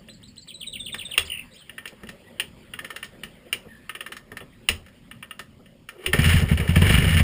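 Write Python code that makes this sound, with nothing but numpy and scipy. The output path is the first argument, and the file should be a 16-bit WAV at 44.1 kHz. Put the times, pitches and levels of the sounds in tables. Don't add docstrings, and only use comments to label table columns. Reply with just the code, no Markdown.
import sys
import numpy as np
from scipy import signal
from scipy.fft import rfft, irfft, next_fast_len
from scipy.io import wavfile
from scipy.ndimage import uniform_filter1d, map_coordinates

SR = 44100
rng = np.random.default_rng(int(sys.argv[2]) if len(sys.argv) > 2 else 0)


def master(y):
    cut = np.clip(np.atleast_2d(y).T, -1, 1)
    pcm = np.round(cut * 32767)
    wavfile.write(sys.argv[1], SR, pcm.astype(np.int16))


N = 318843
T = np.arange(N) / SR


def amp(db):
    return 10 ** (np.asarray(db) / 20)


def unit(x):
    return x / np.sqrt(np.mean(x ** 2) + 1e-20)


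def along(points, hz):
    point_hz, point_db = np.transpose(points)
    return np.interp(np.log(hz + 1), np.log(point_hz + 1), point_db, -120, -120)


def curves(rows, t=T):
    seconds, *columns = np.transpose(rows)
    return [np.interp(t, seconds, column) for column in columns]


def wobble(rate):
    knots = rng.standard_normal(int(N * rate / SR) + 4)
    return map_coordinates(knots, [T * rate])


def filtered(x, response):
    m = next_fast_len(N + SR // 2)
    return irfft(rfft(x, m) * response(np.fft.rfftfreq(m, 1 / SR)), m)[:N]


def noise(spectrum, grain=1):
    source = grain * rng.standard_normal(N)
    return unit(filtered(source, lambda hz: amp(along(spectrum, hz))))


def patchy(spectrum, depth_db):
    z = signal.stft(noise(spectrum), nperseg=512)[2]
    field = uniform_filter1d(rng.standard_normal(z.shape), size=5, axis=0)
    field = uniform_filter1d(field, size=8, axis=1)
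    return unit(signal.istft(z * amp(depth_db * unit(field)), nperseg=512)[1][:N])


def add(track, s, x):
    i = round(s * SR)
    x = x[max(-i, 0):]
    part = track[max(i, 0):][:len(x)]
    part += x[:len(part)]


def fade(t, db, t60):
    return amp(db - 60 * t / t60)


def onset(t, rise_s):
    return 1 - np.exp(-t / rise_s)


def stroke(t60):
    t = np.arange(SR // 4) / SR
    return onset(t, 0.0013) * fade(t, 0, t60) * np.cos(2 * np.pi * t)


# frequency in Hz, time to fall by 60 dB in seconds.
YARD_ECHO = [(200, 0.47), (2000, 0.17), (5000, 0.24)]


def echoes(x, chunk=SR // 8):
    out = np.zeros(N)
    wall_hz, t60 = np.transpose(YARD_ECHO)
    for i in range(0, N, chunk):
        hz, t, z = signal.stft(rng.standard_normal(SR // 2), SR, nperseg=256)
        fading = fade(t, 0, np.interp(hz, wall_hz, t60)[:, None])
        tail = signal.istft(z * fading, SR, nperseg=256)[1]
        add(out, i / SR + .004, signal.fftconvolve(x[i:i + chunk], tail / np.linalg.norm(tail)))
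    return out


# time in seconds, traffic in dB, boot scuffs in dB, rustle in dB.
YARD_LEVELS = [(0.0, -50, -57, -63), (0.43, -53, -65.5, -67), (0.85, -51.5, -60.5, -64),
               (1.15, -48.5, -56.5, -52), (1.61, -51.5, -63, -60), (2.33, -52.5, -55, -58),
               (2.7, -52, -60, -57.5), (2.86, -52.5, -57, -57), (3.6, -49.5, -55, -58),
               (3.76, -53, -61, -59), (4.14, -52.5, -58, -65), (4.65, -51.5, -59, -60),
               (5.21, -53.5, -61.5, -63), (5.9, -55, -61.5, -67)]
# frequency in Hz, level in dB per Hz.
TRAFFIC_COLOUR = [(15, -41), (25, -8), (81, -7), (139, -6), (234, -3.5), (300, -16), (390, -47),
                  (660, -120)]
SCUFF_COLOUR = [(170, -37), (290, -11), (351, 0), (438, -7.5), (539, -1), (687, -11.5), (900, -30.5),
                (1170, -43), (1980, -120)]
RUSTLE_COLOUR = [(470, -38.5), (800, -3), (1520, -6), (1960, -1.5), (2430, -5), (3150, -3.5), (3980, -16),
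                 (5030, -16), (5900, -43), (7670, -90), (13000, -120)]


def yard():
    traffic_db, scuff_db, rustle_db = curves(YARD_LEVELS)
    swell = amp(3.0 * wobble(7.5) + 0.97 * wobble(30))
    traffic = amp(traffic_db) * noise(TRAFFIC_COLOUR, swell)
    scuffs = amp(scuff_db) * patchy(SCUFF_COLOUR, depth_db=4.0)
    rustle = amp(rustle_db) * patchy(RUSTLE_COLOUR, depth_db=3.5)
    return traffic + scuffs + rustle


def whistle(ms, shape, hoarse_hz):
    u = np.linspace(0, 1, round(ms * SR / 1000))
    hz = np.polyval(np.polyfit([0, .5, 1], shape[:3], 2), u)
    shake = uniform_filter1d(rng.standard_normal(2500), size=40)[:len(u)] * np.sqrt(40)
    hz = hz + hoarse_hz * shake
    db = np.interp(u, [0, .5, 1], shape[3:])
    ends = np.clip(np.minimum(u, 1 - u) * ms / 1.8, 0, 1)
    return np.sqrt(2) * amp(db) * ends * np.sin(2 * np.pi * np.cumsum(hz) / SR)


# delay in ms, length in ms,
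# pitch in Hz at start, middle and end, level in dB at start, middle and end.
OPENING_NOTES = [(0, 5.8, 5400, 4500, 2800, -4, -12, -18), (7.55, 18, 2680, 3650, 4050, -4.5, -1.5, -0.5),
                 (18.5, 34, 4100, 4130, 4100, 0, -7, -16), (54.3, 23, 5400, 4550, 4400, -15, -3.5, -9)]
TRILL_NOTES = [(0, 20, 4330, 3500, 2750, -18, -3, 0), (21, 7, 4800, 4300, 3700, -26, -22, -14),
               (28, 11, 3600, 2950, 2550, -6, 1, -1), (39, 14, 2550, 2250, 2050, -4, -9, -16),
               (69, 23, 3800, 3600, 3450, -9, -1, -2)]
# start in seconds, level in dB, pitch factor.
OPENING_TIMES = [(-.066, -56, 1.05), (.077, -48.5, 0.98), (.22, -50, .99), (.359, -46.5, 1.01)]
TRILL_TIMES = [(0.476, -39, 1.1), (.6, -35, 1.058), (.725, -33, 1.007), (.852, -33, 1), (.981, -32, 1.01),
               (1.107, -31, .97)]
# start in seconds, length in ms,
# pitch in Hz at start, middle and end, level in dB at start, middle and end.
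FLOURISH_NOTES = [(1.25, 25, 3700, 4900, 3420, -45, -47.5, -47),
                  (1.272, 19, 3980, 2800, 1900, -34.5, -41, -55),
                  (1.509, 29, 3680, 3850, 3800, -64, -59, -55),
                  (1.535, 30, 4360, 5200, 4600, -55, -58, -58),
                  (1.54, 34, 2160, 2900, 3490, -57, -54, -44.5),
                  (1.576, 53, 3920, 3400, 2913, -58, -55, -46),
                  (1.585, 28, 4440, 4100, 3920, -59, -57, -63)]
# time in seconds, level in dB.
WARBLE_LEVELS = [(1.299, -23.5), (1.342, -23), (1.358, -32.5), (1.378, -27), (1.397, -26.5), (1.412, -35),
                 (1.425, -25), (1.435, -60)]
WARBLE_RATE_HZ = 54
WARBLE_TOP_HZ, WARBLE_DROP_HZ, WARBLE_WAVER_HZ = 2830, 850, 90


def finch():
    song = np.zeros(N)
    for syllable, times in ((OPENING_NOTES, OPENING_TIMES), (TRILL_NOTES, TRILL_TIMES)):
        for s, db, factor in times:
            for delay_ms, ms, *shape in syllable:
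                sung = np.r_[np.multiply(shape[:3], factor), shape[3:]]
                add(song, s + delay_ms / factor / 1000, amp(db) * whistle(ms, sung, hoarse_hz=30))
    for s, ms, *shape in FLOURISH_NOTES:
        add(song, s, whistle(ms, shape, hoarse_hz=170))
    t = np.arange(WARBLE_LEVELS[0][0], WARBLE_LEVELS[-1][0], 1 / SR)
    db, = curves(WARBLE_LEVELS, t)
    depth = (1 - np.cos(2 * np.pi * WARBLE_RATE_HZ * (t - 1.303))) / 2
    loud = amp(-18 * depth ** .5)
    hz = WARBLE_TOP_HZ - WARBLE_DROP_HZ * depth + WARBLE_WAVER_HZ * wobble(151)[:len(t)]
    add(song, t[0], amp(db) * loud * np.sin(2 * np.pi * np.cumsum(hz) / SR))
    return song * amp(2.34 * wobble(290))


# start in seconds, knock level in dB,
# level of the deep thump against the knock in dB.
BOOT_THUDS = [(0.943, -39.5, -5), (1.19, -45, -5), (1.921, -46, -6), (2.031, -41.5, 1), (2.09, -45.5, -2),
              (2.903, -52, -13), (3.234, -44, 0), (3.551, -46, -1), (3.654, -45, 1), (4.317, -40.5, -2.5),
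              (4.406, -39, -6), (4.692, -40.5, 2.5), (5.394, -40.5, -8.5), (5.595, -49, -1.5)]
# frequency in Hz, level in dB per Hz.
INTAKE_COLOUR = [(250, -24), (330, -7.5), (385, -1.5), (450, -1), (600, -9), (900, -17.5), (1400, -13.5)]
KNOCK_T60_S, THUMP_T60_S = 0.13, 0.31


def boot():
    knock, thump, t = np.zeros(N), np.zeros(N), np.arange(SR // 3) / SR
    for s, db, deep_db in BOOT_THUDS:
        add(knock, s, fade(t, db, KNOCK_T60_S) * onset(t, .0015))
        add(thump, s, fade(t, db + deep_db, THUMP_T60_S) * onset(t, 0.0033))
    return knock * noise(INTAKE_COLOUR) + thump * noise(TRAFFIC_COLOUR)


def sliding(rows, shake_db, shake_hz):
    out, t = np.zeros(N), np.arange(rows[0][0], rows[-1][0], 1 / SR)
    hz, db = curves(rows, t)
    hz = hz + shake_hz * wobble(411)[:len(t)]
    db = db + 2.5 + shake_db * wobble(121)[:len(t)]
    ends = np.clip(np.minimum(t - t[0], t[-1] - t) / 0.0088, 0, 1)
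    add(out, t[0], amp(db) * ends * np.sin(2 * np.pi * np.cumsum(hz) / SR))
    return out


# start in seconds, overall level in dB, extra low ring in dB, extra top in dB.
RATCHET_TICKS = [(0.0854, -34.5, -7.5, -30), (0.4727, -40.5, -9, -24), (1.6948, -27.5, -8, -26),
                 (1.7804, -24, -0.5, -23.5), (1.8552, -22, -3.5, -24.5), (1.8762, -29, -15, -12),
                 (2.0328, -37.5, 4, -16), (2.0702, -37, -9, -18), (2.0889, -25, -4, -14),
                 (2.7364, -21, -4, -26.5), (2.7894, -22.5, 1, -21.5), (2.8454, -21.5, -3.5, -21),
                 (2.9031, -23, 1, -19), (2.9615, -22, -2, -16), (3.028, -22, -1, -22),
                 (3.043, -32.5, -23, -6), (3.234, -21, -6, -17.5), (3.8936, -21.5, -0.5, -22),
                 (3.9503, -20.5, -4.5, -25), (4.0064, -21.5, -1.5, -22), (4.0626, -24, -0.5, -20.5),
                 (4.1198, -20.5, -1, -18), (4.1664, -28.5, -1, -11), (4.3171, -34, 3.5, -19),
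                 (4.3694, -23, -1, -17), (4.4048, -29, -7, -35), (4.863, -40, 0.5, -16),
                 (4.8826, -44, -2, -15.5), (5.1123, -26.5, -8, -30), (5.2264, -25.5, 0, -27),
                 (5.3095, -24.5, -4.5, -29), (5.3929, -22.5, -1, -15), (5.659, -41, -5, -20.5),
                 (5.8884, -24, -2.5, -18)]
# start in seconds, overall level in dB, extra low ring in dB,
# extra top in dB, exhaust puff in dB.
STOP_CLUNKS = [(0.944, -20, -1.5, -19, -70), (1.178, -1.5, -12.5, -19.5, -33),
               (2.3982, -7.5, -12.5, -22.5, -47), (3.5281, -10, -11.5, -19, -56),
               (4.6875, -1.5, -11, -19.5, -25.5), (6.0617, -8.5, -9, -21.5, -26),
               (6.1319, -8, 1, -18.5, -42)]
# pitch in Hz before a small random shift, level in dB
# before the contact's own, time to fall by 60 dB in seconds before the contact's scaling.
STEEL_TONES = [(1265, -5.5, 0.032), (1560, -20, 0.0099), (1783, -5.5, 0.032), (1810, -9, 0.098),
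               (2165, -10.5, 0.026), (2370, -6, 0.053), (2690, 2, 0.012), (2814, 6, 0.021),
               (3090, -4.5, 0.023), (3400, -16.5, 0.076), (4180, -14, .015), (5550, -7, 0.021)]
# frequency in Hz, level in dB per Hz.
RATTLE_COLOURS = [
    [(600, -17.5), (1000, -10.5), (1300, -4.5), (1800, 2), (2200, -2), (2500, -32)],
    [(1900, 0), (2250, -8), (2900, 2), (3300, -4.5), (3700, -17), (4100, -41)],
    [(3400, -11.5), (3900, -2.5), (4500, -9.5), (5200, -2.5), (5900, -7)],
]
# time in seconds, pitch in Hz, level in dB before a fixed lift.
PIVOT_SQUEAKS = [
    [(2.23, 1933, -72), (2.28, 1930, -60), (2.34, 1921, -74)],
    [(3.68, 1870, -59), (3.716, 1800, -46), (3.75, 1730, -55.5), (3.89, 1780, -70)],
]
# time in seconds, pitch in Hz, level in dB before a fixed lift.
GEAR_WHIRR = [(5.96, 360, -61), (6.004, 364.6, -41), (6.024, 399, -51), (6.052, 358, -45), (6.09, 369, -30),
              (6.115, 368, -39)]
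TICK_BODY_DB, CLUNK_BODY_DB = -28, -33


def lever():
    out, rattle, body, t = np.zeros(N), np.zeros((3, N)), np.zeros(N), np.arange(SR // 4) / SR
    contacts = ((RATCHET_TICKS, .0012, -9, 1.01, TICK_BODY_DB), (STOP_CLUNKS, .0006, -10, .8, CLUNK_BODY_DB))
    for rows, rise_s, gain_db, lasting, body_db in contacts:
        rising = onset(t, rise_s)
        for s, db, low_db, top_db, *puff in rows:
            luck = rng.standard_normal((len(STEEL_TONES), 2))
            for (hz, level, t60), (strength, detune) in zip(STEEL_TONES, luck):
                tone_db = db + gain_db + level + 3 * strength
                tone_db += (low_db + 6) * (hz < 2000) + top_db * (hz > 3700)
                ring = np.sin(2 * np.pi * hz * (1 + 0.004 * detune) * t)
                add(out, s, fade(t, tone_db, t60 * lasting) * rising * ring)
            dying = (fade(t, db - 11.5, 0.029) + fade(t, db - 20.5, 0.11)) * rising
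            for region, share_db in zip(rattle, (low_db + 1.0, 0, top_db + 8.5)):
                add(region, s, amp(share_db) * dying)
            add(body, s, fade(t, db + body_db, 0.17) * rising)
            for puff_db in puff:
                hum = np.sin(2 * np.pi * 80 * t)
                push = np.sin(2 * np.pi * 36 * t)
                add(out, s + 0.0098, fade(t, puff_db, 0.37) * onset(t, 0.0078) * hum)
                add(out, s, fade(t, puff_db - 4.5, 0.2) * onset(t, 0.0036) * push)
    for rows in PIVOT_SQUEAKS:
        out += sliding(rows, shake_db=5.0, shake_hz=70)
    out += sliding(GEAR_WHIRR, shake_db=1.0, shake_hz=21.5)
    for region, colour in zip(rattle, RATTLE_COLOURS):
        out += region * noise(colour)
    return out + body * noise(INTAKE_COLOUR)


# time in seconds, valve clatter in dB, intake in dB,
# both before a fixed trim.
ENGINE_LEVELS = [(5.93, -66.5, -56), (6.05, -37.5, -39.5), (6.115, -54, -43), (6.13, -35.5, -39),
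                 (6.145, -22, -17.5), (6.172, -25.5, -33), (6.29, -16, -33.5), (6.42, -23.5, -35),
                 (6.468, -36.5, -38), (6.52, -28.5, -29), (6.56, -37.5, -48), (6.6, -33, -32.5),
                 (6.75, -30.5, -39), (6.95, -17, -31), (7.01, -22.5, -31.5), (7.2, -22, -36),
                 (7.23, -63, -35)]
# frequency in Hz, level in dB per Hz.
CASE_COLOUR = [(290, -38), (500, -18.5), (1060, -14), (1280, -8), (1660, -6), (1780, 3), (1930, -3),
               (2330, 0), (2560, -8), (2860, 2), (3900, -23), (5270, -24.5), (5900, -63), (7670, -71),
               (13000, -120)]
FIZZ_DB, BURST_FIZZ_DB = -16.5, -20.5


def running_gear():
    silence = (ENGINE_LEVELS[0][0] - .05, -90, -90)
    clatter_db, intake_db = curves([silence] + list(ENGINE_LEVELS))
    clatter = noise(CASE_COLOUR, amp(2.5 * wobble(300) + 1.5 * wobble(70)))
    clatter += amp(FIZZ_DB) * noise(RATTLE_COLOURS[2], amp(3.8 * wobble(200)))
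    intake = noise(INTAKE_COLOUR, amp(3.8 * wobble(60)))
    return amp(clatter_db - 5.5) * clatter + amp(intake_db - 3.0) * intake


# start in seconds, level in dB before a fixed trim.
VALVE_BURSTS = [(6.1876, -10.5), (6.2414, -9.5), (6.321, -16), (6.3435, -17), (6.381, -34), (6.487, -18),
                (6.515, -17.5), (6.5737, -15), (6.5993, -19.5), (6.675, -18.5), (6.6905, -19),
                (6.757, -7.5), (6.8173, -9), (6.865, -10), (6.8933, -9.5), (6.94, -11.5), (6.974, -12),
                (7.0216, -19), (7.077, -32), (7.102, -15.5), (7.1446, -17.5), (7.168, -9.5), (7.196, -9.5)]


def bursts():
    envelope = np.zeros(N)
    for s, db in VALVE_BURSTS:
        add(envelope, s, amp(db - 9.0) * stroke(0.091))
    fizz = amp(BURST_FIZZ_DB) * noise(RATTLE_COLOURS[2])
    return envelope * (patchy(CASE_COLOUR, depth_db=1.0) + fizz)


# time in seconds, pulse level in dB, first reflection against it in dB,
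# further change at each later trip in dB.
ENGINE_FIRINGS = [(6.082, -29.5, -13, -4), (6.142, -15, -7, -4.5), (6.194, -6, -6.5, -1.5),
                  (6.264, -8.5, -3, -2), (6.346, -5.5, -2.5, -5.5), (6.427, -10, 2.5, -16),
                  (6.519, -4.5, -4.2, -5), (6.601, -13.5, -1.5, -4.5), (6.695, -6.5, -6, -1.5),
                  (6.769, -4, -5.5, -3), (6.824, -5, -10, -1.5), (6.866, -13, -8, -0.5),
                  (6.907, -8, -23, -10), (6.943, -7, -8, -20), (6.986, -6, -6.5, -21),
                  (7.026, -15, 4, -4.5), (7.07, -9, 0, -9), (7.108, -15, -3.5, 0.5), (7.153, -13, -3, -6.5),
                  (7.172, -15, -6.5, -1), (7.207, -6, -15, 0)]
# time in seconds, heat from 0 to 1.
GAS_HEAT = [(6.35, 0.05), (6.6, 0.25), (6.7, 0.26), (6.87, 0.83), (6.98, 0.06), (7.2, .2)]
# frequency in Hz, level in dB per Hz.
CHUFF_COLOUR = [(200, -13), (350, 2.5), (500, -2), (800, -6.5), (1200, -9), (1800, -35)]
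SHELL_COLOUR = [(20, -4), (45, 2.5), (84, 6), (150, -16), (230, -3.5), (300, -21.5)]
COLD_TRIP_MS, HOT_SAVES_MS = 13.6, 3.46
LATER_TRIP_SHARE = .9
CHUFF_DB, CHUFF_HOT_DB, CHUFF_LEAD_S = -29, 17.5, .006
SHELL_DB, SHELL_T60_S = -15.5, 0.38


def exhaust():
    out, chuff, shell = np.zeros(N), np.zeros(N), np.zeros(N)
    t = np.arange(-SR // 30, SR // 30) / SR
    for s, db, first_db, change_db in ENGINE_FIRINGS:
        heat, = curves(GAS_HEAT, s)
        trip_s = (COLD_TRIP_MS - HOT_SAVES_MS * heat) / 1000
        for k in range(8):
            width_s = 0.0018 * (1 + 0.19 * k)
            u = (t / width_s) ** 2
            level_db = db + (first_db + (k - 1) * change_db) * (k > 0)
            delay_s = trip_s * (min(k, 1) + LATER_TRIP_SHARE * max(k - 1, 0))
            add(out, s + delay_s + t[0], amp(level_db) * (1 - u) * np.exp(-u / 2))
        add(chuff, s - CHUFF_LEAD_S, amp(db + CHUFF_DB + CHUFF_HOT_DB * heat) * stroke(0.11))
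        add(shell, s, amp(db + SHELL_DB) * stroke(SHELL_T60_S))
    return out + chuff * noise(CHUFF_COLOUR) + shell * noise(SHELL_COLOUR)


def scene():
    background = yard()
    bird, metal, pipe = finch(), lever(), exhaust()
    wet = echoes(amp(-10.5) * metal + amp(-5.0) * bird + amp(-15.0) * pipe)
    mix = background + bird + boot() + metal + running_gear() + bursts() + pipe + wet
    return np.tile(mix, (2, 1))


# frequency in Hz, level in dB per Hz before scaling to the hiss level.
HISS_COLOUR = [(500, -15), (2000, -3), (5800, 0)]
SAMPLING_HZ = 12000
ROLL_HZ, TOP_HZ = 15350, 16500


def record(dry):
    sound = dry[0] + amp(-73.5) * noise(HISS_COLOUR)
    sound = sound / (1 + np.abs(sound / .8) ** 4) ** (1 / 4)

    def band_limit(hz):
        lift = 1 / np.maximum(np.abs(np.sinc(hz / SAMPLING_HZ)), .5)
        return lift / (1 + (hz / 5650) ** 30)

    def hold(hz):
        roll = np.where(hz < ROLL_HZ, 1, amp(-30))
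        return np.sinc(hz / SAMPLING_HZ) * roll * (hz < TOP_HZ)

    sound = filtered(sound, band_limit)
    sampled = sound * (1 + 2 * np.cos(2 * np.pi * SAMPLING_HZ * T))
    return np.tile(filtered(sampled, hold), (2, 1))


dry = scene()
out = record(dry)
master(out)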